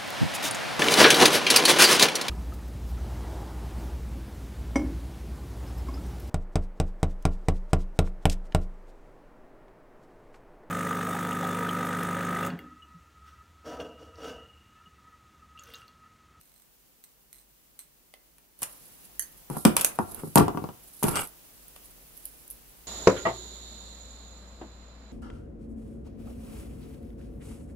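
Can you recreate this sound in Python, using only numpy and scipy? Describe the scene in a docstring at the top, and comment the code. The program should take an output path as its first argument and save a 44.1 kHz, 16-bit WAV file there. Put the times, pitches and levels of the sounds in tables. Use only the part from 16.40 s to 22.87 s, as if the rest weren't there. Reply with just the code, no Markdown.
"""Pliers stripping a wire

Pliers nip the insulation, creaking at the pivot, and tear it off with a snap. They clack shut and
are laid on a table near the microphones, which thuds; a wire is dragged off it and fingered.
A small bare room, two spaced microphones with a treble peak and their own hiss."""
import sys
import numpy as np
from scipy import signal
from scipy.fft import rfft, irfft, next_fast_len
from scipy.io import wavfile
from scipy.ndimage import uniform_filter1d

SR = 44100
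rng = np.random.default_rng(int(sys.argv[2]) if len(sys.argv) > 2 else 0)


def waveform_to_disk(signal):
    """Save audio, clipped to [-1, 1], as 16-bit WAV at the path in sys.argv[1]."""
    frames = np.transpose(np.atleast_2d(signal))
    scaled = np.clip(frames, -1, 1) * 32767
    samples = np.round(scaled).astype(np.int16)
    wavfile.write(sys.argv[1], SR, samples)


N = 285319

# noise colours of the bed: microphones, room hush, low rumble (frequency [Hz], relative level [dB])
HISS_SPECTRUM = [(1500, -13), (2900, -3.5), (4700, -3.5), (9280, -2), (15600, 3.5), (16100, -23.5)]
HUSH_SPECTRUM = [(22, 5), (80, -7.5), (128, 3), (309, 0.5), (672, -4.5), (3000, -13.5), (3900, -40.5)]
RUMBLE_SPECTRUM = [(36, -4.5), (50, 7.5), (70, -12.5), (100, -23.5)]
# the room's tail (frequency [Hz], t60 [s])
ROOM_DECAY = [(200, 0.3), (1000, 0.43), (4000, 0.18), (12000, 0.18)]
# noise colours of the handling: rustle, wire flicks, click treble (frequency [Hz], relative level [dB])
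RUSTLE_SPECTRUM = [(4000, -8.5), (6000, -10.5), (8200, -3.5), (11200, 8), (15300, -14.5), (16100, -30.5)]
FLICK_SPECTRUM = [(1760, -33), (3000, -21.5), (6440, -17.5), (8000, -13.5), (11000, 5.5), (14500, -5.5),
                  (16000, -19.5)]
CLICK_SPECTRUM = [(2060, -40), (3500, -33.5), (6360, -7.5), (7880, -2.5), (9690, 5), (15200, -8.5),
                  (16500, -31)]
# what rings: table top, dragged things, steel jaws, plastic sleeve, handles
# (frequency [Hz], relative level [dB], t60 [s])
TABLE_MODES = [(161.3, -8, 0.17), (223.4, 2, 0.055), (286, -1.5, 0.05), (352.7, 0.5, 0.074),
               (406.3, -1, 0.067), (496.3, -2.5, 0.05), (674, 1, 0.018), (729, 2, 0.03), (830, 0.5, 0.024),
               (960, 3.5, 0.021), (1101, -0.5, 0.024), (1370, -11, 0.13), (1426, -23, 0.025)]
GRIT_MODES = [(1380, 2.5, 0.014), (2326, -3, .007), (2810, -4.5, 0.012), (3236, -9.5, 0.01),
              (4880, -5.5, 0.0028), (8250, 6, 0.0026)]
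JAW_MODES = [(1834, -3, 0.023), (3100, -15, 0.044), (4480, -11.5, 0.032), (6270, 7.5, 0.023),
             (8880, 4.5, 0.013), (10950, 20.5, 0.0031)]
SLEEVE_MODES = [(563, 4, 0.012), (2090, 6.5, 0.0098), (2800, -17, 0.013), (4430, -5, 0.0073)]
HANDLE_MODES = [(2120, -9.5, 0.011), (4120, -6.5, 0.019), (6130, -6, 0.0074), (8300, 7.5, 0.0073),
                (11340, 6.5, 0.0036), (12000, 2, 0.0028), (14200, 0, 0.0076)]
# fader curve of fingers, cloth and wire (time [s], level [dB])
RUSTLE_CURVE = [(2.19, -58), (2.3, -56), (2.5, -61), (2.64, -59.5), (2.76, -66), (3.08, -61), (3.17, -40),
                (3.24, -51), (3.4, -59), (3.75, -53), (3.9, -49), (4.1, -60), (4.3, -69), (4.6, -49.5),
                (4.68, -36), (4.885, -47), (4.905, -68), (5.9, -59.5), (6.47, -71)]
# drags over the table top
# (touch [s], fastest [s], lift [s], rumble [dB], grit [dB], rumble rise [dB/s], rumble fall [dB/s])
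TABLE_SLIDES = [(3.103, 3.171, 3.16, -38, -46, 152, 286), (3.369, 3.365, 5.2, -42, -37, 208, 76),
                (3.6, 3.865, 3.8, -38.5, -42, 80, 69), (4.639, 4.649, 4.76, -30.5, -45, 103, 28),
                (4.7, 4.776, 4.86, -36, -26.5, 203, 141)]
# knocks on the table (time [s], lower-mode drive [dB], upper-mode drive [dB])
TABLE_KNOCKS = [(2.2215, -58, -46), (3.1, -33.5, -42.5), (3.107, -32, -49), (3.168, -33.5, -35.5),
                (3.251, -18, -35), (3.255, -9.5, -20.5), (3.5885, -35.5, -23.5), (3.595, -25.5, -40),
                (3.824, -43, -60.5), (3.835, -31.5, -45), (3.873, -35, -55), (3.958, -13, -18),
                (3.972, -46, -16.5), (3.984, -11.5, -23.5), (4.008, -14.5, -23.5), (4.148, -30.5, -41),
                (4.221, -32.5, -52), (4.627, -34.5, -29), (4.64, -18.5, -40), (4.683, -28, -31.5),
                (4.756, -51, -52)]
# wire ends against fingers (time [s], level [dB])
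WIRE_FLICKS = [(2.19, -42), (3.7456, -28), (4.872, -32), (5.281, -39), (5.769, -41), (5.775, -36.5),
               (5.842, -45), (5.854, -26), (5.862, -44), (6.0781, -40), (6.102, -31), (6.109, -31),
               (6.115, -41.5)]
# hard contacts of steel, plastic and wire (time [s], treble [dB], mids [dB])
HARD_CLICKS = [(1.7388, -43.5, -46), (1.983, -46, -54), (2.219, -23, -44), (2.222, -23, -39),
               (2.2255, -38, -36), (2.2303, -14.5, -30.5), (2.235, -18.5, -35), (3.0999, -30.5, -43.5),
               (3.2508, -4.5, -9.5), (3.2655, -22.5, -48), (3.3662, -4, -14.5), (3.377, -28, -26),
               (3.3945, -27, -27), (3.3985, -22, -32), (3.4108, -13, -23), (3.4155, -13, -31),
               (3.424, -40, -49), (3.4463, -1, -17.5), (3.588, -28, -33), (3.9566, -1.5, -15),
               (3.9756, -29.5, -13.5), (3.982, -7.5, -27.5), (3.9973, -30.5, -24.5), (4.6278, -20, -35),
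               (4.6321, -11, -27), (4.6398, -15, -27.5), (4.6825, -40, -26.5), (4.7565, -19, -22),
               (4.7616, -22, -28), (5.3618, -39.5, -40.5)]
# the jaws shut and bounce (time [s], drive [dB])
JAW_CLACKS = [(2.795, -30), (2.823, -43)]
# squeezes, each a run of slips (start [s], longest run [s], slip gap [s], drive [dB], fade [dB/s])
PIVOT_CREAKS = [(0.012, .22, 0.021, -66.5, -8), (0.639, .012, 0.0045, -61, 202),
                (0.929, 0.085, 0.0076, -61, 60), (1.391, .05, 0.0049, -55.5, 321)]

HISS_DB, HUSH_DB, RUMBLE_DB = -63.5, -68.5, -75.5   # the bed at the start
TOUCH_DB_PER_S, LIFT_DB_PER_S = 1996, 400   # how fast a slide sets in and dies off
GRIT_STEEPNESS = 1.9   # grit follows the speed more steeply than rumble
LOWER_HZ, UPPER_HZ = 228, 730   # a knock crossfades from its lower to its upper drive
TABLE_TOP_HZ = 1430   # padded contacts roll off here
ROCK_FIRST_S, ROCK_GAP_S, ROCK_GAP_RATIO, ROCK_LOSS_DB = 4.081, .092, .73, 4.5
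CLICK_T60_S, BURST_ATTACK_S = 0.0082, 0.00043
SLIP_JITTER, BREAK_FREE_DB = 0.091, 8.5   # timing scatter as a share of the gap; accent on the first slip
SNAP_S, SNAP_DB = 1.739, -47.5


def from_db(db):
    """Decibels to gain."""
    return 10 ** (np.asarray(db) / 20)


def rms_one(x):
    """Scale to rms 1."""
    return x / np.sqrt(np.mean(x ** 2) + 1e-20)


def ramp(start_s, length_s):
    """A straight fade from 0 to 1."""
    return np.clip((np.arange(N) / SR - start_s) / length_s, 0, 1)


def at_hz(points, hz):
    """Read a curve on a log-frequency axis."""
    knots_hz, values = np.transpose(points)
    return np.interp(np.log(hz + 1), np.log(knots_hz), values)


def stereo_noise(alike, grain_db=0):
    """Two white noises with a shared part; grain_db roughens them into crackle."""
    noise = rng.standard_normal((3, N))
    shared, left, right = noise * from_db(grain_db * np.minimum(rng.exponential(1, N), 5))
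    return np.sqrt(alike) * shared + np.sqrt(1 - alike) * np.array([left, right])


def coloured(x, spectrum):
    """EQ noise to a spectrum, with steep skirts outside it; rms 1."""
    size = next_fast_len(N)
    hz = np.arange(size // 2 + 1) * SR / size
    skirts = np.minimum(1, (hz / spectrum[0][0]) ** 4) / np.maximum(1, (hz / spectrum[-1][0]) ** 4)
    return rms_one(irfft(rfft(x, size) * from_db(at_hz(spectrum, hz)) * skirts, size)[:, :N])


def flicker(rate_hz, depth_db):
    """A randomly wandering gain."""
    r = np.exp(-2 * np.pi * rate_hz / SR)
    slow = signal.lfilter([1], [1, -2 * r, r * r], rng.standard_normal(N + SR))[SR:]
    return from_db(depth_db * rms_one(slow))


def ring(x, hz, t60, small=False):
    """One ringing mode; a small body sends out little below it."""
    r, w = 1000 ** (-1 / (t60 * SR)), 2 * np.pi * hz / SR
    zeros = [.5, 0, -.5] if small else [0, np.sin(w)]
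    return signal.lfilter(zeros, [1, -2 * r * np.cos(w), r * r], x + 1e-18)


def strike(seconds, drive_db, modes, left_db, chatter_db, chatter_t60, small=True):
    """Taps with a dying chatter ring a body; drive_db has a row per tap, one value or one per mode."""
    at, out = np.round(seconds * SR).astype(int), np.zeros((2, N))
    # scatter: a shared part and one for each side
    scatter_db = rng.standard_normal((len(at), len(modes), 3)) @ [[1.5, 1.5], [1.2, 0], [0, 1.2]]
    drive_db = np.broadcast_to(drive_db, (len(at), len(modes)))
    pan_db = [[left_db / 2], [-left_db / 2]]
    chatter = from_db(chatter_db) * stereo_noise(0.27)
    fade = 1000 ** (-1 / (chatter_t60 * SR))
    for k, (hz, mode_db, t60) in enumerate(modes):
        blows = np.zeros((2, N))
        blows[:, at] = from_db(drive_db[:, k] + mode_db + scatter_db[:, k].T + pan_db)
        blows += chatter * signal.lfilter([1], [1, -fade], blows + 1e-18)
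        blows[1] *= -1 if k % 4 == 3 else 1   # some modes move the microphones in opposite ways
        out += ring(blows, hz, t60, small)
    return out


def bursts(seconds, levels_db, noise, t60):
    """Gate noise with a sharp attack and a quick decay, levelled so that no burst falls in a lull."""
    gate, age = np.zeros(N), np.arange(SR // 20) / SR
    envelope = np.minimum(age / BURST_ATTACK_S, 1) * 1000 ** (-age / t60)
    for s, level_db in zip(seconds, levels_db):
        at = round(s * SR)
        gate[at:at + len(age)] += from_db(level_db) * envelope
    local_power = uniform_filter1d(np.mean(noise ** 2, axis=0), size=101) / np.mean(noise ** 2)
    return gate * noise / np.sqrt(local_power + .01)


def background():
    """Microphone hiss, room hush and low rumble; the whole bed steps up once, the rumble swells late."""
    hiss = from_db(HISS_DB) * coloured(stereo_noise(0), HISS_SPECTRUM) * flicker(14, 0.494)
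    hush = from_db(HUSH_DB) * coloured(stereo_noise(0.097), HUSH_SPECTRUM)
    step_db, swell_db = 8 * ramp(2.173, 0.037), 6.5 * ramp(5.25, 0.085)
    rumble = from_db(RUMBLE_DB + swell_db) * coloured(stereo_noise(1), RUMBLE_SPECTRUM)
    return from_db(step_db) * (hiss + hush + rumble)


def room(send, predelay_s=0.001):
    """A short diffuse tail: octave bands of noise, each dying at its own rate."""
    age, tail = np.arange(SR // 2) / SR, 0
    for low_hz in 62.5 * 2 ** np.arange(8):
        band = signal.butter(2, [low_hz, 2 * low_hz], "band", fs=SR, output="sos")
        fade = 1000 ** (-age / at_hz(ROOM_DECAY, 1.4 * low_hz))
        tail = tail + fade * signal.sosfilt(band, rng.standard_normal((2, len(age))))
    return signal.fftconvolve(send, tail * (age > predelay_s), axes=1)[:, :N]


def rustle():
    """Fingers, cloth and wire brush together: airy, grainy, a little to the right."""
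    level_db = np.interp(np.arange(N) / SR, *np.transpose(RUSTLE_CURVE), left=-200, right=-200)
    texture = coloured(stereo_noise(0, grain_db=3.5), RUSTLE_SPECTRUM) * from_db([[-2.5], [2.5]])
    return from_db(level_db) * texture * flicker(30, 3.8)


def slide_levels():
    """Rumble and grit in dB: slides swell with speed and die off as they slow or lift."""
    t, rumbles_db, grits_db = np.arange(N) / SR, [], []
    for touch, fastest, lift, rumble_db, grit_db, rise, fall in TABLE_SLIDES:
        drop_db = np.maximum(rise * (fastest - t), fall * (t - fastest))
        drop_db += TOUCH_DB_PER_S * np.maximum(touch - t, 0) + LIFT_DB_PER_S * np.maximum(t - lift, 0)
        rumbles_db.append(rumble_db - drop_db)
        grits_db.append(grit_db - GRIT_STEEPNESS * drop_db)
    return np.max(rumbles_db, axis=0), np.max(grits_db, axis=0)


def slides():
    """Friction grains draw a rumble from the table and a gritty scrape from what is dragged."""
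    rumble_db, grit_db = slide_levels()
    fine = stereo_noise(0.18, grain_db=2.5)
    rumble = rms_one(sum(from_db(db) * ring(fine, hz, .5 * t60) for hz, db, t60 in TABLE_MODES))
    coarse = stereo_noise(0.37, grain_db=5.5)
    grit = rms_one(sum(from_db(db) * ring(coarse, hz, t60) for hz, db, t60 in GRIT_MODES))
    return from_db(rumble_db) * rumble * flicker(32, 0.48) + from_db(grit_db) * grit * flicker(60, 2.6)


def rocking(first_db):
    """Rocking to rest: four landings, ever closer and softer (time [s], level [dB], level [dB])."""
    k = np.arange(4)
    s = ROCK_FIRST_S + ROCK_GAP_S * (1 - ROCK_GAP_RATIO ** k) / (1 - ROCK_GAP_RATIO)
    return np.column_stack([s, np.add.outer(-ROCK_LOSS_DB * k, first_db)])


def table_thuds():
    """Knocks travel through the table top; a harder contact reaches the upper modes."""
    s, lower_db, upper_db = np.vstack([TABLE_KNOCKS, rocking(first_db=(-25, -28))]).T
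    mode_hz = np.array(TABLE_MODES)[:, 0]
    blend = np.clip(np.log(mode_hz / LOWER_HZ) / np.log(UPPER_HZ / LOWER_HZ), 0, 1)
    drive_db = np.outer(lower_db, 1 - blend) + np.outer(upper_db, blend)
    knocks = strike(s, drive_db, TABLE_MODES, left_db=1.1, chatter_db=-25.5, chatter_t60=0.095,
                    small=False)
    band = signal.butter(3, [135, TABLE_TOP_HZ], "band", fs=SR, output="sos")
    knocks = signal.sosfilt(band, knocks)   # the knocks keep nothing below about 135 Hz
    shaking = signal.lfilter([.001], [1, -.9995], np.abs(knocks).mean(axis=0))   # the legs rock on
    low_end = coloured(stereo_noise(0.97), [(35, -11), (100, 4.5)])
    return knocks + from_db(-21.5) * shaking * low_end


def wire_flicks():
    """Stiff wire ends flick against fingers: thin, bright crackles."""
    s, level_db = np.transpose(WIRE_FLICKS)
    crackle = coloured(stereo_noise(0, grain_db=6), FLICK_SPECTRUM) * from_db([[-2.5], [2.5]])
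    return bursts(s, level_db, crackle, t60=0.017)


def clicks():
    """Hard contacts: a bright crack layered over duller, longer mids."""
    s, treble_db, mids_db = np.vstack([HARD_CLICKS, rocking(first_db=(-35, -31.5))]).T
    crack = coloured(stereo_noise(0.36), CLICK_SPECTRUM) * from_db([[-1.5], [1.5]])
    mids = coloured(stereo_noise(0.27), [(500, 3), (1700, -5), (2800, -0.5), (3700, -8), (5600, -7.5)])
    return bursts(s, treble_db, crack, CLICK_T60_S) + bursts(s, mids_db, mids, 2.43 * CLICK_T60_S)


def jaw_clack():
    """Steel shuts on steel, rings and chatters."""
    s, drive_db = np.transpose(JAW_CLACKS)
    return strike(s, drive_db[:, None], JAW_MODES, left_db=-6.5, chatter_db=-28.5, chatter_t60=0.097)


def pivot_creak():
    """Stick-slip in the joint: each slip gives a dry tick and rings the short modes of the handles."""
    slips, k = [], np.arange(16)
    for start, length, gap, slip_db, fade_db_per_s in PIVOT_CREAKS:
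        uneven = rng.standard_normal(len(k)) * (k > 0)
        age = gap * (k + SLIP_JITTER * uneven)
        level_db = slip_db + BREAK_FREE_DB * (k == 0) - fade_db_per_s * age
        slips += zip(start + age, np.where(age > length, -200, level_db))
    s, drive_db = np.transpose(slips)
    tick_noise = coloured(stereo_noise(0.22), [(1000, -8), (4000, -6), (15000, -18)])
    ticks = bursts(s, drive_db + 4.5, tick_noise, t60=0.009)
    handles = strike(s, drive_db[:, None], HANDLE_MODES, left_db=-4.5, chatter_db=-10.5,
                     chatter_t60=0.014)
    return ticks + handles


def sleeve_snap():
    """The plastic insulation parts with a small dry snap and rings for a moment."""
    return strike(np.array([SNAP_S]), SNAP_DB, SLEEVE_MODES, left_db=0, chatter_db=-27, chatter_t60=0.023)


def scene():
    """The mix: airborne contacts get more room send than the thuds; slides and rustle stay dry."""
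    airborne = pivot_creak() + jaw_clack() + sleeve_snap() + clicks() + wire_flicks()
    thuds = table_thuds()
    reverb = room(from_db(-34) * airborne + from_db(-40.5) * thuds)
    return airborne + thuds + reverb + slides() + rustle() + background()


def record(dry):
    """Soft-clip the peaks and cut the top, fully closed at 17 kHz."""
    high_cut = signal.cheby2(20, 110, 17000, fs=SR, output="sos")
    return signal.sosfilt(high_cut, 1.1 * np.tanh(dry / 1.1))


dry = scene()
out = record(dry)
waveform_to_disk(out)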